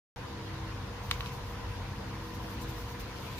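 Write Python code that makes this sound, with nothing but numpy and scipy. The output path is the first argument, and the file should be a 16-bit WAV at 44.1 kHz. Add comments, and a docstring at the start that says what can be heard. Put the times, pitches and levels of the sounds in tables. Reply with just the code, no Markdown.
"""A motor, probably an electric room fan, hums and blows steadily over a low rumble and drone in a small room.
Close by, a hand lifts a closed folding fan from a furry rug: a faint squeak, then two rib clacks and a lighter tick.
The pleated cloth rustles as it slides apart, ribs rub and squeak faintly, and a last light tick comes near the end.
Hum is wavering sines, air and rumble are shaped noise, friction is sparse random slips in stroke envelopes,
and clacks are filtered pulses with decaying modes and noise."""
import sys
import numpy as np
from scipy import signal
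from scipy.fft import rfft, irfft
from scipy.io import wavfile
from scipy.ndimage import uniform_filter1d

SR = 44100
rng = np.random.default_rng(int(sys.argv[2]) if len(sys.argv) > 2 else 0)


def to_wav(sig):
    """Store sig (one row per channel, or 1-D mono) as 16-bit WAV at the path in sys.argv[1].

    Samples outside -1..1 are clipped; the rate is SR.
    """
    pcm = np.clip(np.atleast_2d(sig), -1, 1) * 32767
    pcm = np.round(pcm).astype(np.int16)
    wavfile.write(sys.argv[1], SR, pcm.T)  # frames by channels


N = 149499
START_S = 0.161
AIR_PAN_DB, RUMBLE_SIDE_DB = 0.5, -21.5  # left minus right, side minus mid


def amp(db):
    """Decibels to gain."""
    return 10 ** (np.asarray(db) / 20)


def unit(x):
    """Scales to rms 1 over all channels."""
    return x / np.sqrt(np.mean(x ** 2) + 1e-20)


def read(points, hz):
    """Interpolates a table on a log-frequency axis."""
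    f, value = np.transpose(points)
    return np.interp(np.log(hz + 1), np.log(f + 1), value)


def over_time(points):
    """Interpolates a table of (seconds, value) at every sample."""
    return np.interp(np.arange(N) / SR, *np.transpose(points))


def colour(x, points):
    """Filters by a table of (Hz, dB)."""
    gain = amp(read(points, np.fft.rfftfreq(N, 1 / SR)))
    return irfft(rfft(x) * gain, N)


def wander(rate_hz):
    """Random motion of rms 1, mostly slower than rate_hz."""
    f = np.fft.rfftfreq(N, 1 / SR)
    lowpass = (f > 0) / (1 + (f / rate_hz) ** 2)
    return unit(irfft(rfft(rng.standard_normal(N)) * lowpass, N))


def band(hz, half_width_hz):
    """Noise in one resonance, two unrelated channels of joint rms 1."""
    f = np.fft.rfftfreq(N, 1 / SR)
    resonance = 1 / (1 + ((f - hz) / half_width_hz) ** 2)
    return unit(irfft(rfft(rng.standard_normal((2, N))) * resonance, N))


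def patchy(x, depth_db):
    """Lets small patches of time and frequency rise and fall at random, alike in both channels."""
    z = signal.stft(x, nperseg=512)[2]
    patches = rng.standard_normal(z.shape[1:])
    patches = uniform_filter1d(patches, size=5, axis=0)  # frequency bins
    patches = uniform_filter1d(patches, size=6, axis=1)  # time frames
    return signal.istft(z * amp(depth_db * unit(patches)))[1][:, :N]


def stereo(mid, side):
    """Mid and side to left and right."""
    return np.array([mid + side, mid - side])


def pan(db):
    """Left and right gains for a level difference, left minus right."""
    return amp(np.array([[db], [-db]]) / 2)


def add(mix, start_s, sound):
    """Mixes a sound in at start_s."""
    part = mix[round(start_s * SR):][:len(sound)]
    part += sound[:len(part)]


def pulse(gain_db):
    """Minimum-phase pulse with this spectrum."""
    log_gain = np.log(amp(np.r_[gain_db, gain_db[-2:0:-1]]))
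    return np.fft.ifft(np.exp(np.conj(signal.hilbert(log_gain)))).real


def tone(turns, db, waver, side_db):
    """One sine line, its level wavering by an rms fraction, with a quadrature side signal."""
    phase = 2 * np.pi * (turns + rng.random())
    level = np.sqrt(2) * amp(db) * (1 + waver * wander(rate_hz=2.5))
    return level * stereo(np.sin(phase), amp(side_db) * np.cos(phase))


def air():
    """Moving air as patchy shaped noise that swells slightly at first, narrow in the bass, wide in the treble."""
    # Spectrum. Each row: frequency in Hz, relative density in dB per Hz.
    air_spectrum = [(25, -19), (100, -6), (165, -18), (205, -8.5), (240, -14), (290, -12), (360, -18),
                    (530, -16), (666, -20.5), (860, -19), (1100, -17), (1380, -19.5), (1900, -22),
                    (2150, -24.5), (4750, -31), (6600, -36), (7900, -47), (9500, -42.5), (10700, -46.5),
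                    (14000, -47), (15500, -58)]
    # Stereo width. Each row: frequency in Hz, side minus mid in dB.
    air_width = [(60, -22), (120, -12), (240, -19.5), (480, -1.5), (950, -6.5), (1890, -2), (3770, 1.5),
                 (7520, 0.5), (15000, 0.5)]
    level_db, patch_db = -45.5, 1.6
    settle_db, settle_s = -1, 0.14
    noise = patchy(rng.standard_normal((2, N)), patch_db)
    mid, side = unit(colour(noise, air_spectrum))
    settle = np.exp(-np.maximum(np.arange(N) / SR - START_S, 0) / settle_s)
    return amp(level_db + settle_db * settle) * pan(AIR_PAN_DB) * stereo(mid, colour(side, air_width))


def rumble():
    """Low room rumble as nearly mono shaped noise that swells and sinks a little."""
    # Spectrum. Each row: frequency in Hz, relative density in dB per Hz.
    rumble_spectrum = [(20, -50), (32, -28), (48, 6), (62, 1), (80, -1.5), (100, -3), (138, -2), (170, -16),
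                       (400, -52)]
    # Level. Each row: time in seconds, level in dB.
    rumble_level = [(.17, -43), (.38, -48), (.6, -43), (.95, -47), (1.1, -40), (1.3, -43), (1.45, -43),
                    (1.85, -42.5), (2.0, -47), (2.6, -44), (2.8, -44), (3.39, -45)]
    mid, side = unit(colour(rng.standard_normal((2, N)), rumble_spectrum))
    return amp(over_time(rumble_level)) * pan(AIR_PAN_DB) * stereo(mid, amp(RUMBLE_SIDE_DB) * side)


def drone():
    """A low sine of unsteady pitch whose level rises and sinks."""
    # Level. Each row: time in seconds, level in dB.
    drone_level = [(.17, -60), (.33, -60), (.45, -44.5), (1.2, -50.5), (1.65, -47.5), (2.3, -47.5),
                   (2.5, -51), (2.9, -57), (3.3, -50.5)]
    drone_hz, wander_hz = 98, 2.9
    turns = np.cumsum(drone_hz + wander_hz * wander(rate_hz=3.9)) / SR
    return tone(turns, over_time(drone_level), 0, RUMBLE_SIDE_DB) * pan(AIR_PAN_DB)


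def motor():
    """Motor harmonics, a thin whine of fixed pitch, a passing noise swell and narrow housing resonances."""
    # Hum. Each row: multiple of the motor rate, level in dB.
    hum = [(1, -55), (2, -51), (3, -54.5), (4, -60), (6, -63), (7, -63.5), (8, -72.5), (11, -65.5)]
    # Fifth harmonic, which comes and goes. Each row: time in seconds, level in dB.
    fifth_level = [(.17, -63), (.35, -54.5), (.65, -50), (.95, -62), (1.4, -66), (1.9, -59), (2.15, -51.5),
                   (2.4, -52.5), (2.7, -50), (2.85, -61), (3.39, -55)]
    # Low-mid swell: peak in seconds, half length in seconds, frequency in Hz, half width in Hz, level in dB.
    hum_swell = (2.5, .32, 216, 37, -50)
    # Housing resonances. Each row: frequency in Hz, half width in Hz, level in dB, side minus mid in dB.
    housing = [(791.5, 9.4, -64, -4), (913, 32, -59.5, -23), (1003.5, 50, -54, -25)]
    motor_hz, drift_turns_rms = 64.6, 0.033
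    hum_waver, hum_side_db = 0.18, -20
    whine_hz, whine_db, whine_waver, whine_side_db = 480.4, -55.5, 0.22, -23
    surge_db_rms = 1.5

    t = np.arange(N) / SR
    turns = motor_hz * t + drift_turns_rms * wander(rate_hz=1.0)
    out = sum(tone(round(multiple) * turns, db, hum_waver, hum_side_db) for multiple, db in hum)
    out += tone(5 * turns, over_time(fifth_level), 0, hum_side_db)
    out += tone(whine_hz * t, whine_db, whine_waver, whine_side_db)

    peak_s, half_s, swell_hz, swell_half_width_hz, swell_db = hum_swell
    swell = np.exp(-((t - peak_s) / half_s) ** 2)
    out += amp(swell_db) * swell * band(swell_hz, swell_half_width_hz)[0]

    for hz, half_width_hz, db, side_db in housing:
        mid, side = band(hz, half_width_hz)
        out += amp(db + surge_db_rms * wander(rate_hz=5.8)) * stereo(mid, amp(side_db) * side)
    return out * pan(AIR_PAN_DB)


def squeaks():
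    """Faint stick-slip of the ribs at the pivot: short sines with fast pitch jitter."""
    # Each row: peak in seconds, half length in seconds, peak amplitude in dB.
    squeak_events = [(0.47, .006, -53), (2.576, .01, -59), (3.082, .014, -60)]
    squeak_hz, jitter_rms = 4250, 0.033  # jitter as a fraction of pitch
    t = np.arange(N) / SR
    swell = sum(amp(db) * np.exp(-((t - peak_s) / half_s) ** 2) for peak_s, half_s, db in squeak_events)
    turns = np.cumsum(squeak_hz * (1 + jitter_rms * wander(rate_hz=520))) / SR
    return swell * np.sin(2 * np.pi * (turns + rng.random((2, 1))))


def friction(strokes, spectrum, pan_db, grains_per_s, patch_db):
    """Tiny random slips, coloured by the material, that swell and fade with each stroke."""
    t = np.arange(N) / SR
    power = np.zeros(N)
    for peak_s, rise_s, fall_s, db in strokes:
        length_s = np.where(t < peak_s, rise_s, fall_s)
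        power += amp(db) ** 2 * np.exp(-((t - peak_s) / length_s) ** 2)
    slips = (rng.random((2, N)) < grains_per_s / SR) * rng.standard_normal((2, N))
    return np.sqrt(power) * unit(colour(patchy(slips, patch_db), spectrum)) * pan(pan_db)


def cloth():
    """Pleated cloth sliding apart: fine rustling strokes over a faint drag that slowly grows towards the end."""
    # Rustles of cloth and ribs. Each row: peak in seconds, rise in seconds, fall in seconds, level in dB.
    rustles = [(1.05, .02, .03, -55), (1.135, 0.044, 0.036, -55), (1.21, 0.027, 0.021, -52.5),
               (1.263, 0.011, 0.024, -56), (1.34, 0.022, 0.036, -54), (1.505, 0.054, 0.035, -57.5),
               (1.70, .015, .04, -63), (2.275, 0.051, 0.022, -59), (2.348, 0.012, 0.019, -53.5),
               (2.44, 0.028, 0.025, -57), (2.53, 0.045, 0.019, -52.5), (2.621, 0.011, 0.018, -48.5),
               (2.70, 0.015, 0.012, -49.5), (2.805, 0.049, 0.028, -52), (2.915, 0.04, 0.021, -53.5),
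               (3.004, 0.008, 0.015, -48), (3.255, 0.075, 0.13, -56.5), (3.385, 0.012, .02, -51)]
    # Slowly growing drag under the rustles: peak in seconds, rise in seconds, fall in seconds, level in dB.
    drag = (3.5, 1.8, .6, -63)
    # Spectrum. Each row: frequency in Hz, relative density in dB per Hz.
    cloth_spectrum = [(1000, -4), (3000, 6), (6000, 9.5), (8000, 0.5), (10500, 4), (12500, 8), (14000, 8.5),
                      (15300, 6.5)]
    return friction([*rustles, drag], cloth_spectrum, pan_db=1, grains_per_s=7000, patch_db=2.5)


def clacks():
    """A rib slips and hits its neighbour: a crack, short ringing modes and a bright chatter through the stack."""
    # Each row: contact in seconds, gain in dB, contact softening corner in Hz, slip level in dB.
    clack_events = [(1.1125, 0, 15000, -36), (1.2073, -10, 5000, -65), (1.2605, -18.5, 6000, -60),
                    (3.381, -27, 5500, -58)]
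    # Contact pulse spectrum. Each row: frequency in Hz, gain in dB.
    contact_spectrum = [(100, -32), (830, -18.5), (1080, 11), (1500, 5), (2300, 3.5), (3100, 11),
                        (4200, -6), (5400, -8), (9000, -28), (15000, -25)]
    # Rib stack chatter spectrum. Each row: frequency in Hz, gain in dB.
    chatter_spectrum = [(300, -16), (800, -14), (1200, 3), (2600, -7), (3400, 1), (3950, 8.5), (4500, 2),
                        (5200, -11), (7000, -14), (10000, -18), (13500, -15)]
    # Rib modes. Each row: frequency in Hz, level in dB, t60 in seconds.
    rib_modes = [(1123, -23, 0.019), (2230, -38.5, 0.1), (3900, -33, .006), (12400, -25, 0.0058)]
    slip_s, slip_hz, slip_half_width_hz = 0.0037, 6700, 1800
    chatter_t60_s, chatter_delay_s = 0.013, 0.0009
    right_lag_s = 0.00011

    size = 4096
    t, f = np.arange(size) / SR, np.fft.rfftfreq(size, 1 / SR)
    contact, rattle = pulse(read(contact_spectrum, f)), pulse(read(chatter_spectrum, f))
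    ring = sum(amp(db - 60 * t / t60_s) * np.cos(2 * np.pi * hz * t) for hz, db, t60_s in rib_modes)
    # half-sine swell, from slip_s before contact to slip_s after
    slip_swell = np.sin(np.pi * np.minimum(t / (2 * slip_s), 1))
    slip = band(slip_hz, slip_half_width_hz)[:, :size] * slip_swell

    out = np.zeros((2, N))
    for contact_s, db, corner_hz, slip_db in clack_events:
        hardness = pulse(-10 * np.log10(1 + (f / corner_hz) ** 4))
        for channel, lag_s in enumerate([0, right_lag_s]):
            hits = rng.standard_normal(size) * amp(-60 * t / chatter_t60_s) * (t > chatter_delay_s)
            chatter = signal.fftconvolve(rattle, hits / np.linalg.norm(hits))[:size]
            clack = signal.fftconvolve(contact + ring + chatter, hardness)
            add(out[channel], contact_s + lag_s, amp(db) * clack)
            add(out[channel], contact_s - slip_s, amp(slip_db) * slip[channel])
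    return out


def wood():
    """Ribs rubbing on each other: scraping in coarser grains than the cloth."""
    # Rubs. Each row: peak in seconds, rise in seconds, fall in seconds, level in dB.
    rubs = [(1.135, 0.022, 0.013, -45.5), (1.266, 0.021, 0.032, -48), (2.6, 0.067, .25, -57),
            (3.004, 0.0064, 0.011, -51), (3.33, 0.23, 0.033, -54.5), (3.385, 0.0071, 0.03, -46)]
    # Spectrum. Each row: frequency in Hz, relative density in dB per Hz.
    wood_spectrum = [(500, -26), (1500, -15), (2300, 8.5), (3300, 3), (4400, 2), (6500, -4.5), (9000, -11),
                     (15000, -18)]
    return friction(rubs, wood_spectrum, pan_db=3, grains_per_s=1500, patch_db=3.5)


def room(x):
    """A short diffuse tail of decaying noise, different in each channel."""
    # Decay. Each row: frequency in Hz, t60 in seconds.
    room_decay = [(200, 0.45), (2000, 0.35), (12000, 0.049)]
    size, gap_s = SR // 2, 0.005
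    noise = rng.standard_normal((2, size)) * (np.arange(size) > gap_s * SR)
    hz, t, z = signal.stft(noise, SR)
    decay = amp(-60 * t / read(room_decay, hz)[:, None])
    tail = signal.istft(z * decay, SR)[1]
    return signal.fftconvolve(x, tail / np.linalg.norm(tail[0]), axes=1)[:, :N]


def scene():
    """The handled fan in its room, over the motor, its air, the rumble and the drone."""
    room_db = -19
    background = air() + rumble() + drone() + motor()
    fan = squeaks() + cloth() + clacks() + wood()
    return background + fan + amp(room_db) * room(fan)


def record(dry):
    """Silence until the sound cuts in at START_S, then a steep lowpass."""
    edge_hz = 15550
    live = dry * (np.arange(N) >= START_S * SR)
    lowpass = signal.firwin(511, edge_hz, window=("kaiser", 9), fs=SR)
    return signal.oaconvolve(live, lowpass[None], "same")


dry = scene()
out = record(dry)
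to_wav(out)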